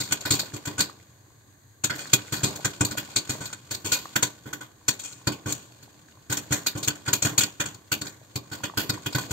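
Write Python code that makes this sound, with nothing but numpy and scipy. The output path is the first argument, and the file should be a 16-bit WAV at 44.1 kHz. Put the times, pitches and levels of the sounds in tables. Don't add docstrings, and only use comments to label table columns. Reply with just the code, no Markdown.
import sys
import numpy as np
from scipy import signal
from scipy.fft import rfft, irfft, next_fast_len
from scipy.io import wavfile

SR = 44100
rng = np.random.default_rng(int(sys.argv[2]) if len(sys.argv) > 2 else 0)


def dump(signal):
    limited = np.clip(np.atleast_2d(signal).T, -1, 1)
    pcm = np.round(limited * 32767).astype(np.int16)
    wavfile.write(sys.argv[1], SR, pcm)


def makeup_ratio(level_db):
    decades = np.asarray(level_db, float) / 20
    return 10 ** decades


N = 411012


def rms_one(x):
    return x / np.sqrt(np.mean(x ** 2) + 1e-20)


def at_hz(points, hz):
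    points_hz, values = np.transpose(points)
    return np.interp(np.log(hz), np.log(points_hz), values)


def butter(x, hz, kind):
    return signal.sosfilt(signal.butter(2, hz, kind, fs=SR, output="sos"), x)


# frequency in Hz, likeness from 0 to 1.
LIKENESS = [(60, 1), (150, 0.9), (300, 0.9), (700, 0.62), (2000, 0), (15000, 0.27)]


def stereo_noise(spectrum):
    size = next_fast_len(N)
    hz = np.maximum(np.arange(size // 2 + 1) * SR / size, 1)
    colour = makeup_ratio(at_hz(spectrum, np.minimum(hz, 8400)))
    mid, side = rfft(rng.standard_normal((2, size))) * colour
    alike = np.clip(at_hz(LIKENESS, hz), 0, 1)
    pair = np.sqrt(1 + alike) * mid + np.sqrt(1 - alike) * side * [[1], [-1]]
    return rms_one(irfft(pair, size)[:, :N])


# frequency in Hz, relative density in dB per Hz.
HUSH_SPECTRUM = [(18, -58), (30, -47), (97, -6), (129, -7.5), (156, -32.5), (239, -30), (1370, -35),
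                 (1610, -24.5), (2730, -43), (4290, -31), (5580, -48.5), (6440, -25), (9000, -40),
                 (11700, -73), (19800, -120)]
HUSH_DB = -56.5


def hush():
    return makeup_ratio(HUSH_DB) * stereo_noise(HUSH_SPECTRUM)


def ring(force, modes):
    out = 0
    for hz, level_db, t60_s in modes:
        radius = makeup_ratio(-60 / (t60_s * SR))
        w = 2 * np.pi * hz / SR
        poles = [1, -2 * radius * np.cos(w), radius * radius]
        out = out + signal.lfilter([0, makeup_ratio(level_db) * np.sin(w)], poles, force + 1e-18)
    return out


# time in seconds, relative levels in dB of the crack, the blow on the pot
# and the strike on the lid, decay scale of the crack in seconds.
POPS = [(0.0044, -18.5, -33.5, -34.5, 0.062), (0.0343, -30.5, -47, -66, 0.2),
        (0.1102, -29, -35, -36, 0.046), (0.1236, -12, -34, -28.5, 0.049), (0.209, -29, -54, -69, 0.036),
        (0.2546, -21.5, -34.5, -28, 0.12), (0.3075, -9.5, -21.5, -32.5, 0.11),
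        (0.3352, -22, -28, -38, 0.19), (0.393, -17.5, -55, -37.5, 0.086), (0.5375, -33, -30, -43, 0.078),
        (0.5642, -28, -49, -47, .037), (0.6556, -28, -57, -36, 0.056), (0.673, -30, -28.5, -35, 0.19),
        (0.782, -25, -40, -33, 0.093), (0.7928, -14, -29.5, -28.5, .11), (0.802, -10, -49, -26.5, 0.057),
        (1.8405, -12.5, -31, -33, 0.061), (1.8995, -24.5, -35, -26, .13), (1.953, -28, -41, -58, 0.092),
        (1.9843, -33, -44, -44, 0.51), (2.0715, -32.5, -64, -71, 0.028), (2.134, -6, -21, -24, 0.043),
        (2.1914, -43, -45, -35, 0.039), (2.3247, -20.5, -26.5, -35.5, 0.19), (2.366, -28.5, -37, -46, 0.1),
        (2.4351, -16.5, -19.5, -32, 0.15), (2.559, -32, -42, -49, 0.1), (2.6488, -12, -28, -23.5, 0.06),
        (2.8101, -16.5, -15, -23, 0.05), (2.8502, -16, -33, -45, .065), (2.9109, -22, -32.5, -34, 0.062),
        (2.9751, -18.5, -37.5, -30.5, 0.079), (3.1623, -11, -30.5, -28.5, 0.058),
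        (3.2951, -20, -28, -32, 0.14), (3.4068, -36, -34, -38, 0.5), (3.457, -21.5, -42, -57, 0.039),
        (3.53, -26.5, -50, -37.5, .035), (3.7111, -23.5, -35, -39, 0.14), (3.7424, -22, -57, -50, 0.055),
        (3.8476, -31.5, -32, -39, 0.13), (3.8598, -24.5, -36, -37.5, 0.13), (3.8784, -31.5, -47, -46, 0.29),
        (3.92, -13.5, -37.5, -26, 0.14), (3.9502, -40, -65, -35, 0.23), (4.1594, -11.5, -27.5, -23, 0.063),
        (4.228, -10.5, -31, -22.5, 0.083), (4.459, -43.5, -36, -43.5, 0.24), (4.5316, -23, -38, -31, 0.059),
        (4.61, -40.5, -49, -39, 0.15), (4.884, -10, -29, -26.5, .066), (4.994, -31, -54, -49, 0.12),
        (5.036, -36.5, -65, -49.5, 0.4), (5.1255, -34.5, -58, -61, 0.031),
        (5.2731, -15.5, -19, -24.5, 0.064), (5.32, -30.5, -39, -41, 0.088),
        (5.461, -29.5, -25.5, -33, 0.11), (5.481, -29, -33, -46, 0.3), (5.525, -16, -37, -77, 0.022),
        (5.8279, -36.5, -50, -65, 0.05), (6.3001, -24.5, -27, -33, 0.21),
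        (6.3236, -17.5, -41, -27.5, 0.067), (6.3715, -22.5, -38, -40, 0.095),
        (6.5097, -26.5, -21.5, -39, 0.062), (6.5237, -16, -28, -29.5, 0.13), (6.6652, -9, -41, -27.5, .054),
        (6.754, -36, -25.5, -39, 0.11), (6.774, -26.5, -44, -46, 0.095), (6.8308, -22, -37, -50, 0.12),
        (6.8768, -15, -25, -29.5, 0.046), (6.9036, -23, -42, -34.5, 0.04), (6.954, -40, -48, -43, 0.056),
        (7.062, -34.5, -51, -35, .09), (7.0801, -21, -26, -25.5, 0.087), (7.1325, -10, -31, -27.5, 0.07),
        (7.224, -12.5, -32, -32.5, 0.06), (7.2501, -15.5, -20.5, -27.5, 0.13),
        (7.3813, -8.5, -27.5, -34, 0.064), (7.4081, -17.5, -48, -29, 0.12), (7.4345, -16, -32, -31, 0.044),
        (7.601, -21.5, -30, -29, 0.14), (7.658, -24.5, -44, -38, .11), (7.745, -37, -49, -56, 0.033),
        (7.9193, -13.5, -28, -26, 0.072), (8.0149, -27, -33.5, -41.5, 0.084),
        (8.0532, -37, -42, -42.5, 0.26), (8.0686, -26.5, -54, -48, 0.053), (8.3587, -20.5, -25, -46, 0.058),
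        (8.517, -33, -33.5, -37.5, 0.25), (8.6368, -24.5, -33, -30.5, 0.094), (8.7748, -18, -26, -25, 0.15),
        (8.8953, -18, -25, -33, 0.064), (8.935, -36, -36, -40, 0.17), (9.0623, -20.5, -28.5, -26, 0.051),
        (9.1267, -32, -48, -45, 0.07), (9.1506, -16, -22.5, -25, 0.069), (9.1827, -29, -31.5, -33, .17),
        (9.3101, -20.5, -25.5, -33.5, 0.12)]
ONSET_S, BLOW_LEADS_S = 0.0041, 0.00203


def bursts(levels_db, decays_s, rise_s):
    peaks = makeup_ratio(np.atleast_2d(levels_db))
    power = np.zeros((len(peaks), N + SR))
    t = np.arange(SR // 5) / SR
    for (s, *_), peak, decay_s in zip(POPS, peaks.T, np.clip(decays_s, 0.02, 0.3)):
        fall = np.exp(-2 * np.log(1000) * np.maximum(t - rise_s, 0) / decay_s)
        shape = np.minimum(t / rise_s, 1) ** 3 * (fall ** 0.72 + 0.055 * fall ** 0.32)
        start = max(round((s - ONSET_S) * SR), 0)
        power[:, start:start + len(t)] += peak[:, None] ** 2 * shape
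    return np.sqrt(power[:, :N])


def blows(level_db, contact_s):
    clicks = np.zeros(N)
    clicks[[min(round((row[0] - BLOW_LEADS_S) * SR), N - 1) for row in POPS]] = makeup_ratio(level_db)
    push = np.hanning(round(contact_s * SR) + 3)
    return np.convolve(clicks, push / push.sum())[:N]


def grains(per_s, spread_db, smooth):
    heights = makeup_ratio(spread_db * np.minimum(rng.exponential(1, N), 3))
    clicks = (rng.random(N) < per_s / SR) * heights
    contacts = rms_one(signal.lfilter([1], [1, -0.992], clicks))
    return rms_one(smooth + contacts)


# frequency in Hz, relative density in dB per Hz.
CRACK_SPECTRUM = [(240, -36), (400, -38), (1340, -3.5), (1510, -1.5), (1700, -5.5), (2680, -4.5),
                  (4400, -1), (5560, -9.5), (6940, -3.5), (9000, -18), (11700, -46), (19800, -120)]


def hull_crack(bands, envelopes):
    hull = stereo_noise(CRACK_SPECTRUM)
    return makeup_ratio(-2.0) * sum(env * butter(hull, band, "band") for band, env in zip(bands, envelopes))


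# frequency in Hz, level in dB, t60 in seconds.
LID_MODES = [(594, -18.5, 0.11), (990, -17, 0.13), (1946, -42, 0.18), (2465, -5.5, 0.059),
             (2840, -27, 0.12), (3336, -5, 0.048), (3716, -12, 0.073), (4468, 1.5, 0.033),
             (5220, -5, 0.023), (5970, -2, 0.0091), (6380, -3, 0.016), (6777, 6.5, 0.017),
             (7305, 1.5, 0.029), (7520, 1.5, 0.016), (8136, -4.5, 0.031)]


def lid_ring(bands, envelopes, shake):
    out = 0
    for (low, high), env in zip(bands, envelopes):
        modes = [mode for mode in LID_MODES if low <= mode[0] < high]
        out = out + makeup_ratio(-30) * ring(env * shake, modes)
    return out


# frequency in Hz, level in dB, t60 in seconds.
LID_NOTE = [(1490, 0, .05)]


def lid_note(note_db, decay_s, shake):
    fragments = makeup_ratio(-24) * bursts(note_db, 0.4 * decay_s, rise_s=0.006) * shake
    return makeup_ratio(4) * ring(blows(note_db, contact_s=0.00044) + fragments, LID_NOTE)


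# frequency in Hz, level in dB, t60 in seconds.
THUMP_MODES = [(106, -11, 0.2), (125.6, 2.5, 0.073)]


def pot_thump(blow_db):
    return makeup_ratio(6.0) * ring(blows(blow_db, contact_s=0.0021), THUMP_MODES)


# frequency in Hz, level in dB, t60 in seconds.
FLOOR_MODES = [(211.5, -4.5, 0.15), (295.3, 0.5, 0.18), (394, -10, 0.22)]


def pot_floor(floor_db):
    return makeup_ratio(2.5) * ring(blows(floor_db, contact_s=0.00082), FLOOR_MODES)


# frequency in Hz, relative density in dB per Hz.
RUMBLE_SPECTRUM = [(18, -56.5), (30, -10), (119, 2.5), (254, -8), (297, -1.5), (357, -8), (455, -10),
                   (900, -15), (1170, -11), (1980, -120)]


def landing(floor_db, decay_s):
    return makeup_ratio(-1) * bursts(floor_db, 2.4 * decay_s, rise_s=0.012) * stereo_noise(RUMBLE_SPECTRUM)


COLOUR_SPREAD_DB = 2.2
FLEX_DB, FLEX_FROM_BLOW, FLEX_FROM_STRIKE = -8, 0.66, 0.19


def pops():
    _, crack_db, blow_db, note_db, decay_s = np.transpose(POPS)
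    floor_db = FLEX_DB + FLEX_FROM_BLOW * blow_db + FLEX_FROM_STRIKE * note_db
    edges_hz = np.array([300, 1200, 2200, 3600, 5500, 9500, 17000])
    bands = list(zip(edges_hz, edges_hz[1:]))
    sharp = np.clip(np.log(edges_hz[1:, None] / 1200) / np.log(5.0), 0, 1)
    levels_db = sharp * crack_db + (1 - sharp) * (note_db + 11.5)
    levels_db = levels_db + rng.normal(0, COLOUR_SPREAD_DB, levels_db.shape)
    rough = grains(per_s=1000, spread_db=2.0, smooth=0.28)
    cracks = bursts(levels_db, decay_s, rise_s=0.0083) * rough
    strikes = bursts(levels_db, 0.6 * decay_s, rise_s=0.005) * rough
    shake = stereo_noise([(300, 0.0028), (16000, 0.014)])
    lid = lid_ring(bands, strikes, shake) + lid_note(note_db, decay_s, shake)
    pot = pot_thump(blow_db) + pot_floor(floor_db) + landing(floor_db, decay_s)
    return hull_crack(bands, cracks) + lid + pot


FLIGHT_S, SETTLE_T60_S = 0.032, 0.47


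def thrown(level_db):
    throws = np.zeros(N)
    throws[[min(round(row[0] * SR), N - 1) for row in POPS]] = makeup_ratio(level_db) ** 2
    fly = np.exp(-1 / (FLIGHT_S * SR))
    settle = makeup_ratio(-120 / (SETTLE_T60_S * SR))
    return np.sqrt(signal.lfilter([1 - fly], np.convolve([1, -fly], [1, -settle]), throws + 1e-18))


BOUNCES_PER_S, BOUNCE_DB, BOUNCE_LOW_HZ, BOUNCE_HIGH_HZ = 45, 4.5, 630, 3600


def bounces(rattle):
    heights = makeup_ratio(5.0 * np.minimum(rng.exponential(1, N), 3))
    clicks = (rng.random(N) < BOUNCES_PER_S / SR) * heights * rattle
    dealt = rng.integers(0, 8, N)
    pitches_hz = np.geomspace(BOUNCE_LOW_HZ, BOUNCE_HIGH_HZ, 8)
    return sum(ring(clicks * (dealt == k), [(hz, BOUNCE_DB, 11.0 / hz)]) for k, hz in enumerate(pitches_hz))


# time in seconds, level in dB.
ROLLING = [(0.0, -45), (0.21, -43.5), (1.17, -65), (1.87, -72), (2.02, -46), (3.35, -45.5), (3.56, -58),
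           (4.05, -49.5), (4.65, -65.5), (5.22, -55.5), (6.31, -62), (6.54, -49), (7.34, -56), (7.79, -60),
           (8.1, -62.5), (9.32, -44.5)]
ROLL_RUMBLE_DB, RUMBLE_FOLLOWS = -24.5, 0.53
THROWN_RATTLE_DB, THROWN_RUMBLE_DB = -39.5, -21


def tumble():
    _, crack_db, blow_db, _, _ = np.transpose(POPS)
    rolling_db = np.interp(np.arange(N) / SR, *np.transpose(ROLLING))
    rattle = np.hypot(makeup_ratio(rolling_db), thrown(crack_db + THROWN_RATTLE_DB))
    knocking = bounces(rattle)
    rattle = rattle * grains(per_s=400, spread_db=4.0, smooth=0.6)
    contacts = makeup_ratio(-2.0) * rattle * stereo_noise(CRACK_SPECTRUM)
    white = stereo_noise([(300, 0), (16000, 0)])
    wall = makeup_ratio(-30.5) * ring(rattle * white, LID_MODES + LID_NOTE)
    roll_rumble = makeup_ratio(ROLL_RUMBLE_DB + RUMBLE_FOLLOWS * rolling_db)
    rumble = np.hypot(roll_rumble, thrown(blow_db + THROWN_RUMBLE_DB))
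    return contacts + wall + knocking + rumble * stereo_noise(RUMBLE_SPECTRUM)


KITCHEN_T60_S, WALL_CUT_HZ, KITCHEN_DB = 0.22, 6000, -18


def kitchen(x):
    size = next_fast_len(N + SR)
    w = 2 * np.pi * np.arange(size // 2 + 1) / size
    dull = np.exp(-2 * np.pi * WALL_CUT_HZ / SR)
    wall = (1 - dull) / (1 - dull * np.exp(-1j * w))
    echo = np.zeros((2, len(w)), complex)
    for k, lag_s in enumerate(rng.uniform(0.008, 0.03, 12)):
        loop = makeup_ratio(-60 * lag_s / KITCHEN_T60_S) * wall * np.exp(-1j * w * round(lag_s * SR))
        echo[k % 2] += loop / (1 - loop) * (-1) ** (k // 2)
    return irfft(rfft(x, size) * echo, size)[:, :N]


# time in seconds, relative level in dB, pitch in Hz.
KNOCKS = [(0.896, -28, 1210), (2.191, -34, 1300), (3.351, -29, 970), (4.055, -21, 1150), (7.085, -22, 1030),
          (8.605, -33, 950), (8.698, -22, 1140), (8.738, -30, 910), (8.976, -28, 1050), (9.126, -34, 890),
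          (9.183, -17, 1060)]


def knocks():
    out = np.zeros(N)
    n = np.arange(90)
    for s, level_db, hz in KNOCKS:
        force = np.zeros(N)
        force[round(s * SR):][:90] = rng.normal(1, 1, 90) * np.cos(2 * np.pi * hz * n / SR) / 45
        modes = [(hz, level_db, 0.011), (1.45 * hz, level_db - 3, 0.009), (0.7 * hz, level_db - 5, 0.012)]
        out += ring(force, modes)
    return out


BASS_CUT_HZ = 133


def scene():
    background = hush()
    pot = butter(pops() + tumble() + knocks(), BASS_CUT_HZ, "high")
    echo = butter(kitchen(pot), 350, "high")
    return pot + makeup_ratio(KITCHEN_DB) * echo + background


def top_cut(x):
    return signal.sosfilt(signal.butter(12, 16830, fs=SR, output="sos"), x)


# frequency in Hz, gain in dB.
TREBLE_SHAPE = [(8400, 0), (8800, -0.5), (10600, -7), (11100, -23.5), (11500, -20), (11600, 3),
                (15700, -4.5), (15900, -34), (17000, -56)]
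# frequency in Hz, level difference in dB.
LEFT_LOUDER = [(60, -3.5), (120, 2), (240, -4.5), (480, 1), (950, -0.5), (1890, -4.0), (3770, -1.5),
               (7520, 5.5), (15000, -6.5)]
# frequency in Hz, phase lead in radians, reduced below 700 Hz.
LEFT_LEADS = [(0, -3.5), (950, -0.4), (1290, 2), (1550, 0.43), (2240, -0.5), (2760, -12), (3360, -8.5),
              (4390, -8), (5940, -4.5), (6460, -0.75), (10200, 14.5), (11300, 12.5), (14600, 6.5),
              (16400, 26)]


def record(dry):
    size = next_fast_len(N + SR // 10)
    hz = np.maximum(np.arange(size // 2 + 1) * SR / size, 1)
    leads = np.interp(hz, *np.transpose(LEFT_LEADS)) * np.minimum(hz / 700, 1) ** 2
    left = makeup_ratio(at_hz(LEFT_LOUDER, hz) / 2) * np.exp(0.5j * leads)
    shaped = rfft(dry, size) * makeup_ratio(at_hz(TREBLE_SHAPE, hz))
    x = irfft(shaped * [left, 1 / left], size)[:, :N]
    return top_cut(0.87 * np.tanh(x / 0.93))


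dry = scene()
out = record(dry)
dump(out)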